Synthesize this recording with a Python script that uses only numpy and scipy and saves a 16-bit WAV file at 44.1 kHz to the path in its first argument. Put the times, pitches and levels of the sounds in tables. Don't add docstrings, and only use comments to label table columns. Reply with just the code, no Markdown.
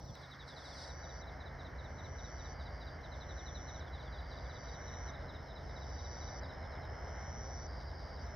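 import sys
import numpy as np
from scipy import signal
from scipy.fft import rfft, irfft, next_fast_len
from scipy.io import wavfile
from scipy.ndimage import uniform_filter1d

SR = 44100
rng = np.random.default_rng(int(sys.argv[2]) if len(sys.argv) > 2 else 0)


def unload_wav(signal):
    wavfile.write(
        sys.argv[1],
        SR,
        np.round(np.clip(np.atleast_2d(signal).T, -1, 1) * 32767).astype(np.int16),
    )


N = 368235
T = np.arange(N) / SR
FREQ = np.maximum(np.fft.rfftfreq(N, 1 / SR), 1)
OPENING_S = .153
OPENING = uniform_filter1d(1. * (T < OPENING_S), size=40)
WARM_UP_DB = 5


def undb(db):
    return 10 ** (np.asarray(db) / 20)


def unit(x):
    return x / np.sqrt(np.mean(x ** 2))


def fader(curve):
    return undb(np.interp(T, *np.transpose(curve)))


def walk(rate):
    size = next_fast_len(N)
    hz = np.fft.rfftfreq(size, 1 / SR)
    spectrum = rfft(rng.standard_normal(size)) * np.exp(-(hz / (rate + 1)) ** 2) * (hz > 0)
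    return unit(irfft(spectrum, size)[:N])


def ports(x, lag_ms):
    delay = np.exp(-2j * np.pi * FREQ * lag_ms / 1000)
    return np.array([irfft(rfft(x) * delay, N), x])


def wash(colour, side_db, flicker_db=1):
    hz, db = np.transpose(colour)
    roll_off_db = 29 * np.maximum(np.log(FREQ / hz[-1]), 0)
    shape = undb(np.interp(np.log(FREQ), np.log(hz), db) - roll_off_db)
    mid, side = irfft(rfft(rng.standard_normal((2, N))) * shape, N)
    stereo = unit(mid) + undb(side_db) * unit(side) * np.array([[1], [-1]])
    return stereo * undb(flicker_db * walk(17))


def even(x):
    power = uniform_filter1d(np.mean(x ** 2, axis=0), size=SR // 8)
    return x / np.sqrt(uniform_filter1d(power, size=SR // 16))


def wind(fade_in_s=.66):
    # f/Hz, level/dB
    rumble_colour = [(15, -54.5), (25, -29.5), (36, -15.5), (48, -6), (58, 1.5), (72, -3), (90, -8.5),
                     (120, -13.5), (150, -20.5), (220, -24), (330, -28), (500, -27), (1000, -62)]
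    rush_colour = [(50, -12.5), (110, 2.5), (180, -2), (270, -4.5), (400, -7.5), (800, -19)]
    dip = np.exp(-np.maximum(T - OPENING_S, 0) / fade_in_s)
    rumble = even(wash(rumble_colour, side_db=-28.5, flicker_db=.5))
    rumble *= undb(-49 - 24 * dip + 17 * OPENING)
    rush = wash(rush_colour, side_db=-11, flicker_db=0) * undb(-58.5 - 4 * dip + 3.5 * OPENING)
    return rumble * undb([[-.3], [.3]]) + rush * undb([[-.9], [.9]])


def traffic(trim_db=1.5):
    # f/Hz, level/dB
    roar_colour = [(150, -18.5), (350, -11), (500, -3.5), (640, 0), (800, -3), (1000, -7), (1200, -16),
                   (1800, -23), (2600, -42.5)]
    hiss_colour = [(600, -29.5), (1000, -1.5), (1250, -0.5), (1550, 2), (1880, 1), (1950, -2.5),
                   (2080, 1.5), (2200, -3.5), (2400, -17.5), (2650, -27.5), (3500, -38.5)]
    # t/s, roar level/dB, hiss level/dB
    ride = [(0.2, -59, -60), (0.33, -64.5, -60), (0.65, -56.5, -59), (4.55, -56, -58.5),
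            (5.16, -54.5, -56.5), (5.46, -55.5, -61), (7.19, -52.5, -56), (7.42, -54, -59.5),
            (8.19, -55, -60.5), (8.3, -55, -57.5)]
    times, roar_db, hiss_db = np.transpose(ride)
    roar_gain = undb(np.interp(T, times, roar_db) + trim_db - OPENING)
    hiss_gain = undb(np.interp(T, times, hiss_db) + trim_db - 11 * OPENING)
    roar = wash(roar_colour, side_db=-8.5, flicker_db=.38) * roar_gain
    hiss = wash(hiss_colour, side_db=-11, flicker_db=.5) * hiss_gain
    return roar * undb([[-.1], [-.8]]) + hiss * undb([[-.75], [.75]])


def machine(waver_db=1.16, drift=.00193):
    # f/Hz, level/dB
    drone_tones = [(50, -64), (57.6, -57.5), (65.8, -54), (73.3, -65), (81.6, -53), (86.4, -66)]
    whine_tones = [(133.3, -60.5), (159, -71.5), (163, -71), (171.5, -74), (266.6, -73), (1254, -78.5)]
    # t/s, gain/dB
    drone_ride = [(0, -13), (.5, -9), (1, -3.5), (3, -2.5), (5, -0.5), (7, 1.5), (8.35, 0)]
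    clock = np.cumsum(1 + drift * walk(.997)) / SR

    def tone(hz, db):
        return undb(db + waver_db * walk(2.9)) * np.sin(2 * np.pi * (hz * clock + rng.random()))

    drone = sum(tone(*row) for row in drone_tones) * fader(drone_ride)
    whine = sum(tone(*row) for row in whine_tones)
    return np.sqrt(2) * (drone * undb([[-.3], [.3]]) + whine * undb([[-.9], [.9]]))


def far_insects():
    # f/Hz, level/dB
    chorus_colour = [(2000, -25), (2650, -9.5), (3000, -4.5), (3800, 1), (4500, 0), (5200, 6), (5800, 4.5),
                     (6050, -4.5), (6300, -2.5), (6550, -15), (6850, -38), (7700, -23.5), (10500, -24.5),
                     (12500, -37.5)]
    deep_colour = [(2600, -20.5), (2900, -3.5), (3030, -1), (3200, -1.5), (3500, -22.5)]
    # t/s, level/dB
    deep_ride = [(0, -86), (2, -81), (2.6, -77.5), (5.2, -77), (5.6, -80), (6.6, -77), (7.3, -72.5),
                 (7.45, -82.5), (8.35, -77)]
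    chorus = wash(chorus_colour, side_db=-15, flicker_db=1.5) * undb(-70 - 1.5 * OPENING)
    deep = wash(deep_colour, side_db=-26) * fader(deep_ride) * (1 - OPENING)
    return chorus + deep


def grass():
    # f/Hz, level/dB
    colour = [(2200, -18.5), (3000, -13), (4000, -1), (4750, 6.5), (5500, 5), (6200, -7.5), (6900, -25.5),
              (7900, -14.5), (10500, -21.5), (12500, -45)]
    # t/s, level/dB, half width/s
    brushes = [(.17, -69.5, 0.356), (.49, -61.5, 0.0275), (.68, -61, 0.13), (.805, -55, 0.051),
               (.862, -56.5, 0.0454), (.92, -69.5, .05)]
    power = sum((undb(db) * np.exp(-((T - s) / width) ** 2)) ** 2 for s, db, width in brushes)
    blades = wash(colour, side_db=-11)
    grain = unit(undb(1.2 * walk(250) + .94 * walk(40)))
    return blades * grain * np.sqrt(power)


def tick(db=-57, decay_s=.0021):
    age = T - OPENING_S
    noise = wash([(300, 0), (3000, -2), (6000, -13.5), (14000, -20)], side_db=-20)
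    return noise * undb(db) * (age >= 0) * np.exp(-abs(age) / decay_s)


def bumps(rise_s=.0051):
    # t/s, level/dB, f/Hz
    knocks = [(.037, -38.5, 92), (.095, -40, 106.2), (.115, -46, 126)]
    out = np.zeros(N)
    for s, db, hz in knocks:
        age = np.maximum(T - s, 0)
        envelope = (age / rise_s * np.exp(1 - age / rise_s)) ** 2
        out += undb(db) * envelope * np.sin(2 * np.pi * hz * age)
    return out


def katydid(rate_hz=19, db=-88, depth=.51, start_boost_db=6):
    # f/Hz, level/dB
    colour = [(12000, -31), (13000, -10), (13500, 3.5), (14700, 9), (15700, 0.5)]
    turn = 2 * np.pi * np.cumsum(rate_hz * (1 + .006 * walk(2) + .03 * walk(20))) / SR
    strokes = unit(1 + depth * (np.cos(turn) + np.cos(2 * turn)))
    gain = undb(db + start_boost_db * np.exp(-T / .5))
    return ports(wash(colour, side_db=-16)[0] * strokes * gain, lag_ms=.017)


def phrasing(phrase, stops, stumbles, bursts, swell_db=17, swell_shape=2.06, waver_db=.44):
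    length, swell_s, db, growth = phrase
    effort = np.zeros(N)
    for stop in stops:
        age = T - (stop - length)
        held_back_db = swell_db * (1 - np.clip(age / swell_s, 0, 1)) ** swell_shape
        effort += (age >= 0) * (T < stop) * undb(db + growth * T - held_back_db)
    for s, pause in stumbles:
        effort[(T >= s) & (T < s + pause)] = 0
    for start, end, burst_db in bursts:
        effort[(T >= start) & (T < end)] = undb(burst_db)
    return uniform_filter1d(effort, size=200) * undb(waver_db * walk(7))


def wing_buzz(effort, hz, rate, wet_db, fall_hz, rasp_hz=52, bend_hz=65, slip_rad=1.554, scrape_db=-12):
    def band(width_hz):
        return unit(np.real((walk(width_hz) + 1j * walk(width_hz)) * np.exp(2j * np.pi * hz * T)))

    cycle = np.cumsum(rate * (1 + .008 * walk(8) + .022 * walk(80))) / SR
    progress, stroke = cycle % 1, cycle.astype(int)
    phase_slip = np.cumsum(slip_rad * rng.standard_normal(N // 100))[stroke]
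    pitch = hz + bend_hz * (effort / effort.max() - .7)
    pitch += fall_hz * (.5 - progress)
    pitch += rasp_hz * walk(520)
    ring = unit(np.sin(2 * np.pi * np.cumsum(pitch) / SR + phase_slip))
    scrape = undb(scrape_db) * band(520)
    swing = np.sin(np.pi * progress)
    buzz = unit((ring + scrape) * (swing ** 4 + .76 * swing) * (1 + .041 * walk(350)))
    song = buzz + undb(wet_db) * band(180)
    below_resonance = (1 - np.tanh((FREQ - hz + 150) / 45)) / 2
    radiation = undb(-11 * below_resonance)
    return unit(irfft(rfft(song) * radiation, N)) * effort


def ground_crickets():
    wings = {"high": (5785, 121.5, -18, 420), "low": (4744.5, 100, -9.5, 462),
             "steady": (5190, 88.5, -5, 620), "middle": (5480.5, 108, -6, 403.5)}
    phrases = { "high": (0.765, .57, -62.2, .52), "low": (0.92, 0.52, -68.3, 0.5),
               "steady": (5, 3, -64, -0.31), "middle": (.8, -0.3, -76.5, 1.3)}
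    stops = {"high": [1.222, 2.535, 3.802, 5.11, 6.398, 7.668], "low": [1.215, 2.975, 4.748, 6.475, 8.24],
             "steady": [8.67], "middle": [1.63, 3.12, 4.72]}
    stumbles = {"low": [(4.515, 0.011), (6.398, .017), (7.917, .018), (8.172, 0.015)]}
    bursts = {"high": [(0, 0.1546, -66.5), (8.21, 8.35, -67.5)], "steady": [(0, 1.6, -75.5),
              (2.15, 4, -75)]}
    lags = {"high": .048, "low": 0, "steady": .006, "middle": .025}
    out = 0
    for name, wing in wings.items():
        effort = phrasing(phrases[name], stops[name], stumbles.get(name, []), bursts.get(name, []))
        out += ports(wing_buzz(effort, *wing), lags[name])
    return out


def stalks(x, wet_db, t60=.19):
    t = T[:SR // 4]
    envelope = undb(-60 * t / t60) * (1 - np.exp(-t / .0043))
    tail = unit(rng.standard_normal(len(t)) * envelope) / np.sqrt(len(t))
    return unit(x + undb(wet_db) * signal.fftconvolve(x, tail)[:N]) * x.std()


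def chirps(strokes, wing_hz=3850, fall_hz_per_s=16500, slowing=36, wing_width_hz=300, rough=.093,
           waver_hz=30, lead=.5, upper_hz=4030, upper_db=-35, uneven_db=-.1):
    out, waver = np.zeros(N), waver_hz * walk(400)
    for (s, db, length), (detune, haste, force) in zip(strokes, rng.standard_normal((len(strokes), 3))):
        start = s - lead * length
        span = slice(max(int(start * SR), 0), int((start + 1.11 * length) * SR))
        t = T[span] - s
        fall = fall_hz_per_s * (1 + .09 * haste) * t * (1 + slowing * t / 2)
        hz = wing_hz + 20 * detune - fall
        main, upper = (1 / np.hypot(1, 2 * (hz - peak) / wing_width_hz) for peak in (wing_hz, upper_hz))
        envelope = (main + undb(upper_db) * upper) * signal.windows.tukey(len(t), .4)
        tone = np.sin(2 * np.pi * np.cumsum(hz + waver[span]) / SR)
        out[span] += undb(db + uneven_db * force) * envelope * tone
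    return out * (1 + rough * walk(330))


def bout(start, end, interval, slowing):
    k = np.arange(int((end - start) / interval) + 3)
    times = start + interval * k + slowing * k * (k - 1) / 2
    return times[times < end]


def far_trills(stroke_s=.045, jitter_s=.003):
    # start/s, end/s, stroke rate/Hz, wing f/Hz, level/dB
    runs = [(3.618, 6.95, 9.6, 3860, -67), (4.55, 6.4, 10.6, 3780, -67.5), (7.083, 7.78, 12.1, 3800, -72.5),
            (7.81, 8.35, 10.95, 3880, -67)]
    out = 0
    for start, end, rate, hz, db in runs:
        times = np.arange(start, end, 1 / rate)
        chance = rng.standard_normal((len(times), 2))
        strokes = [(s + jitter_s * late, db + loud, stroke_s) for s, (late, loud) in zip(times, chance)]
        out += chirps(strokes, wing_hz=hz, wing_width_hz=400)
    return out


def rival_trills(stroke_s=.07, warm_up_s=.06):
    # start/s, end/s, interval/s, level/dB
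    runs = [(0.105, .13, .093, -60), (0.236, .92, 0.1, -61), (3.216, 3.72, 0.0976, -65.5),
            (3.789, 4.2, 0.097, -63), (4.262, 4.6, .102, -64.5), (6.566, 6.8, 0.1, -67.5)]
    strokes = [(s, db - WARM_UP_DB * np.exp((start - s) / warm_up_s), stroke_s)
               for start, end, interval, db in runs for s in np.arange(start, end, interval)]
    return chirps(strokes, wing_hz=3386, fall_hz_per_s=14500, slowing=0, wing_width_hz=330, rough=.3,
                  waver_hz=45, lead=.92, upper_db=-8.5, uneven_db=1)


def near_trills(stroke_s=.046, warm_up_s=.24):
    # start/s, end/s, first interval/s, slowing per stroke/s, warmed-up level/dB
    runs = [(0.159, .7, .0835, .0004, -52.5), (0.79, .83, .0835, 0, -52), (3.049, 3.6, .0865, -.0003, -52),
            (3.695, 3.73, 0.091, 0, -49.5), (6.642, 6.86, .097, 0, -62.5)]
    strokes = [(s, db - WARM_UP_DB * np.exp((start - s) / warm_up_s), stroke_s)
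               for start, *timing, db in runs for s in bout(start, *timing)]
    return chirps(strokes, rough=.264, waver_hz=60)


def near_pairs(stroke_s=.033, spacing_s=.057, accent_db=.6):
    # start/s, end/s, first interval/s, slowing per pair/s, level/dB
    runs = [(.847, .92, .18, 0, -56), (1.045, 2.9, .1824, .0038, -56.6), (3.755, 4.6, .1928, -.003, -55.6),
            (4.692, 5.6, .197, .0053, -56.6), (5.772, 6.5, .225, 0, -57.4)]
    strokes = [(s + delay, db + accent, stroke_s) for *timing, db in runs for s in bout(*timing)
               for delay, accent in [(0, 0), (spacing_s, accent_db)]]
    return chirps(strokes, fall_hz_per_s=16700, slowing=58.8)


def field_crickets():
    far = far_trills()
    near = near_trills() + near_pairs() + rival_trills()
    return ports(stalks(near, wet_db=-11) + stalks(far, wet_db=-2), lag_ms=-.0068)


def scene():
    singers = ground_crickets() + field_crickets() + katydid()
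    background = machine() + wind() + traffic() + far_insects()
    return singers + background + grass() + tick() + bumps()


def record(dry, top_hz=15700):
    return signal.sosfilt(signal.ellip(8, .2, 70, top_hz, fs=SR, output="sos"), dry)


dry = scene()
out = record(dry)
unload_wav(out)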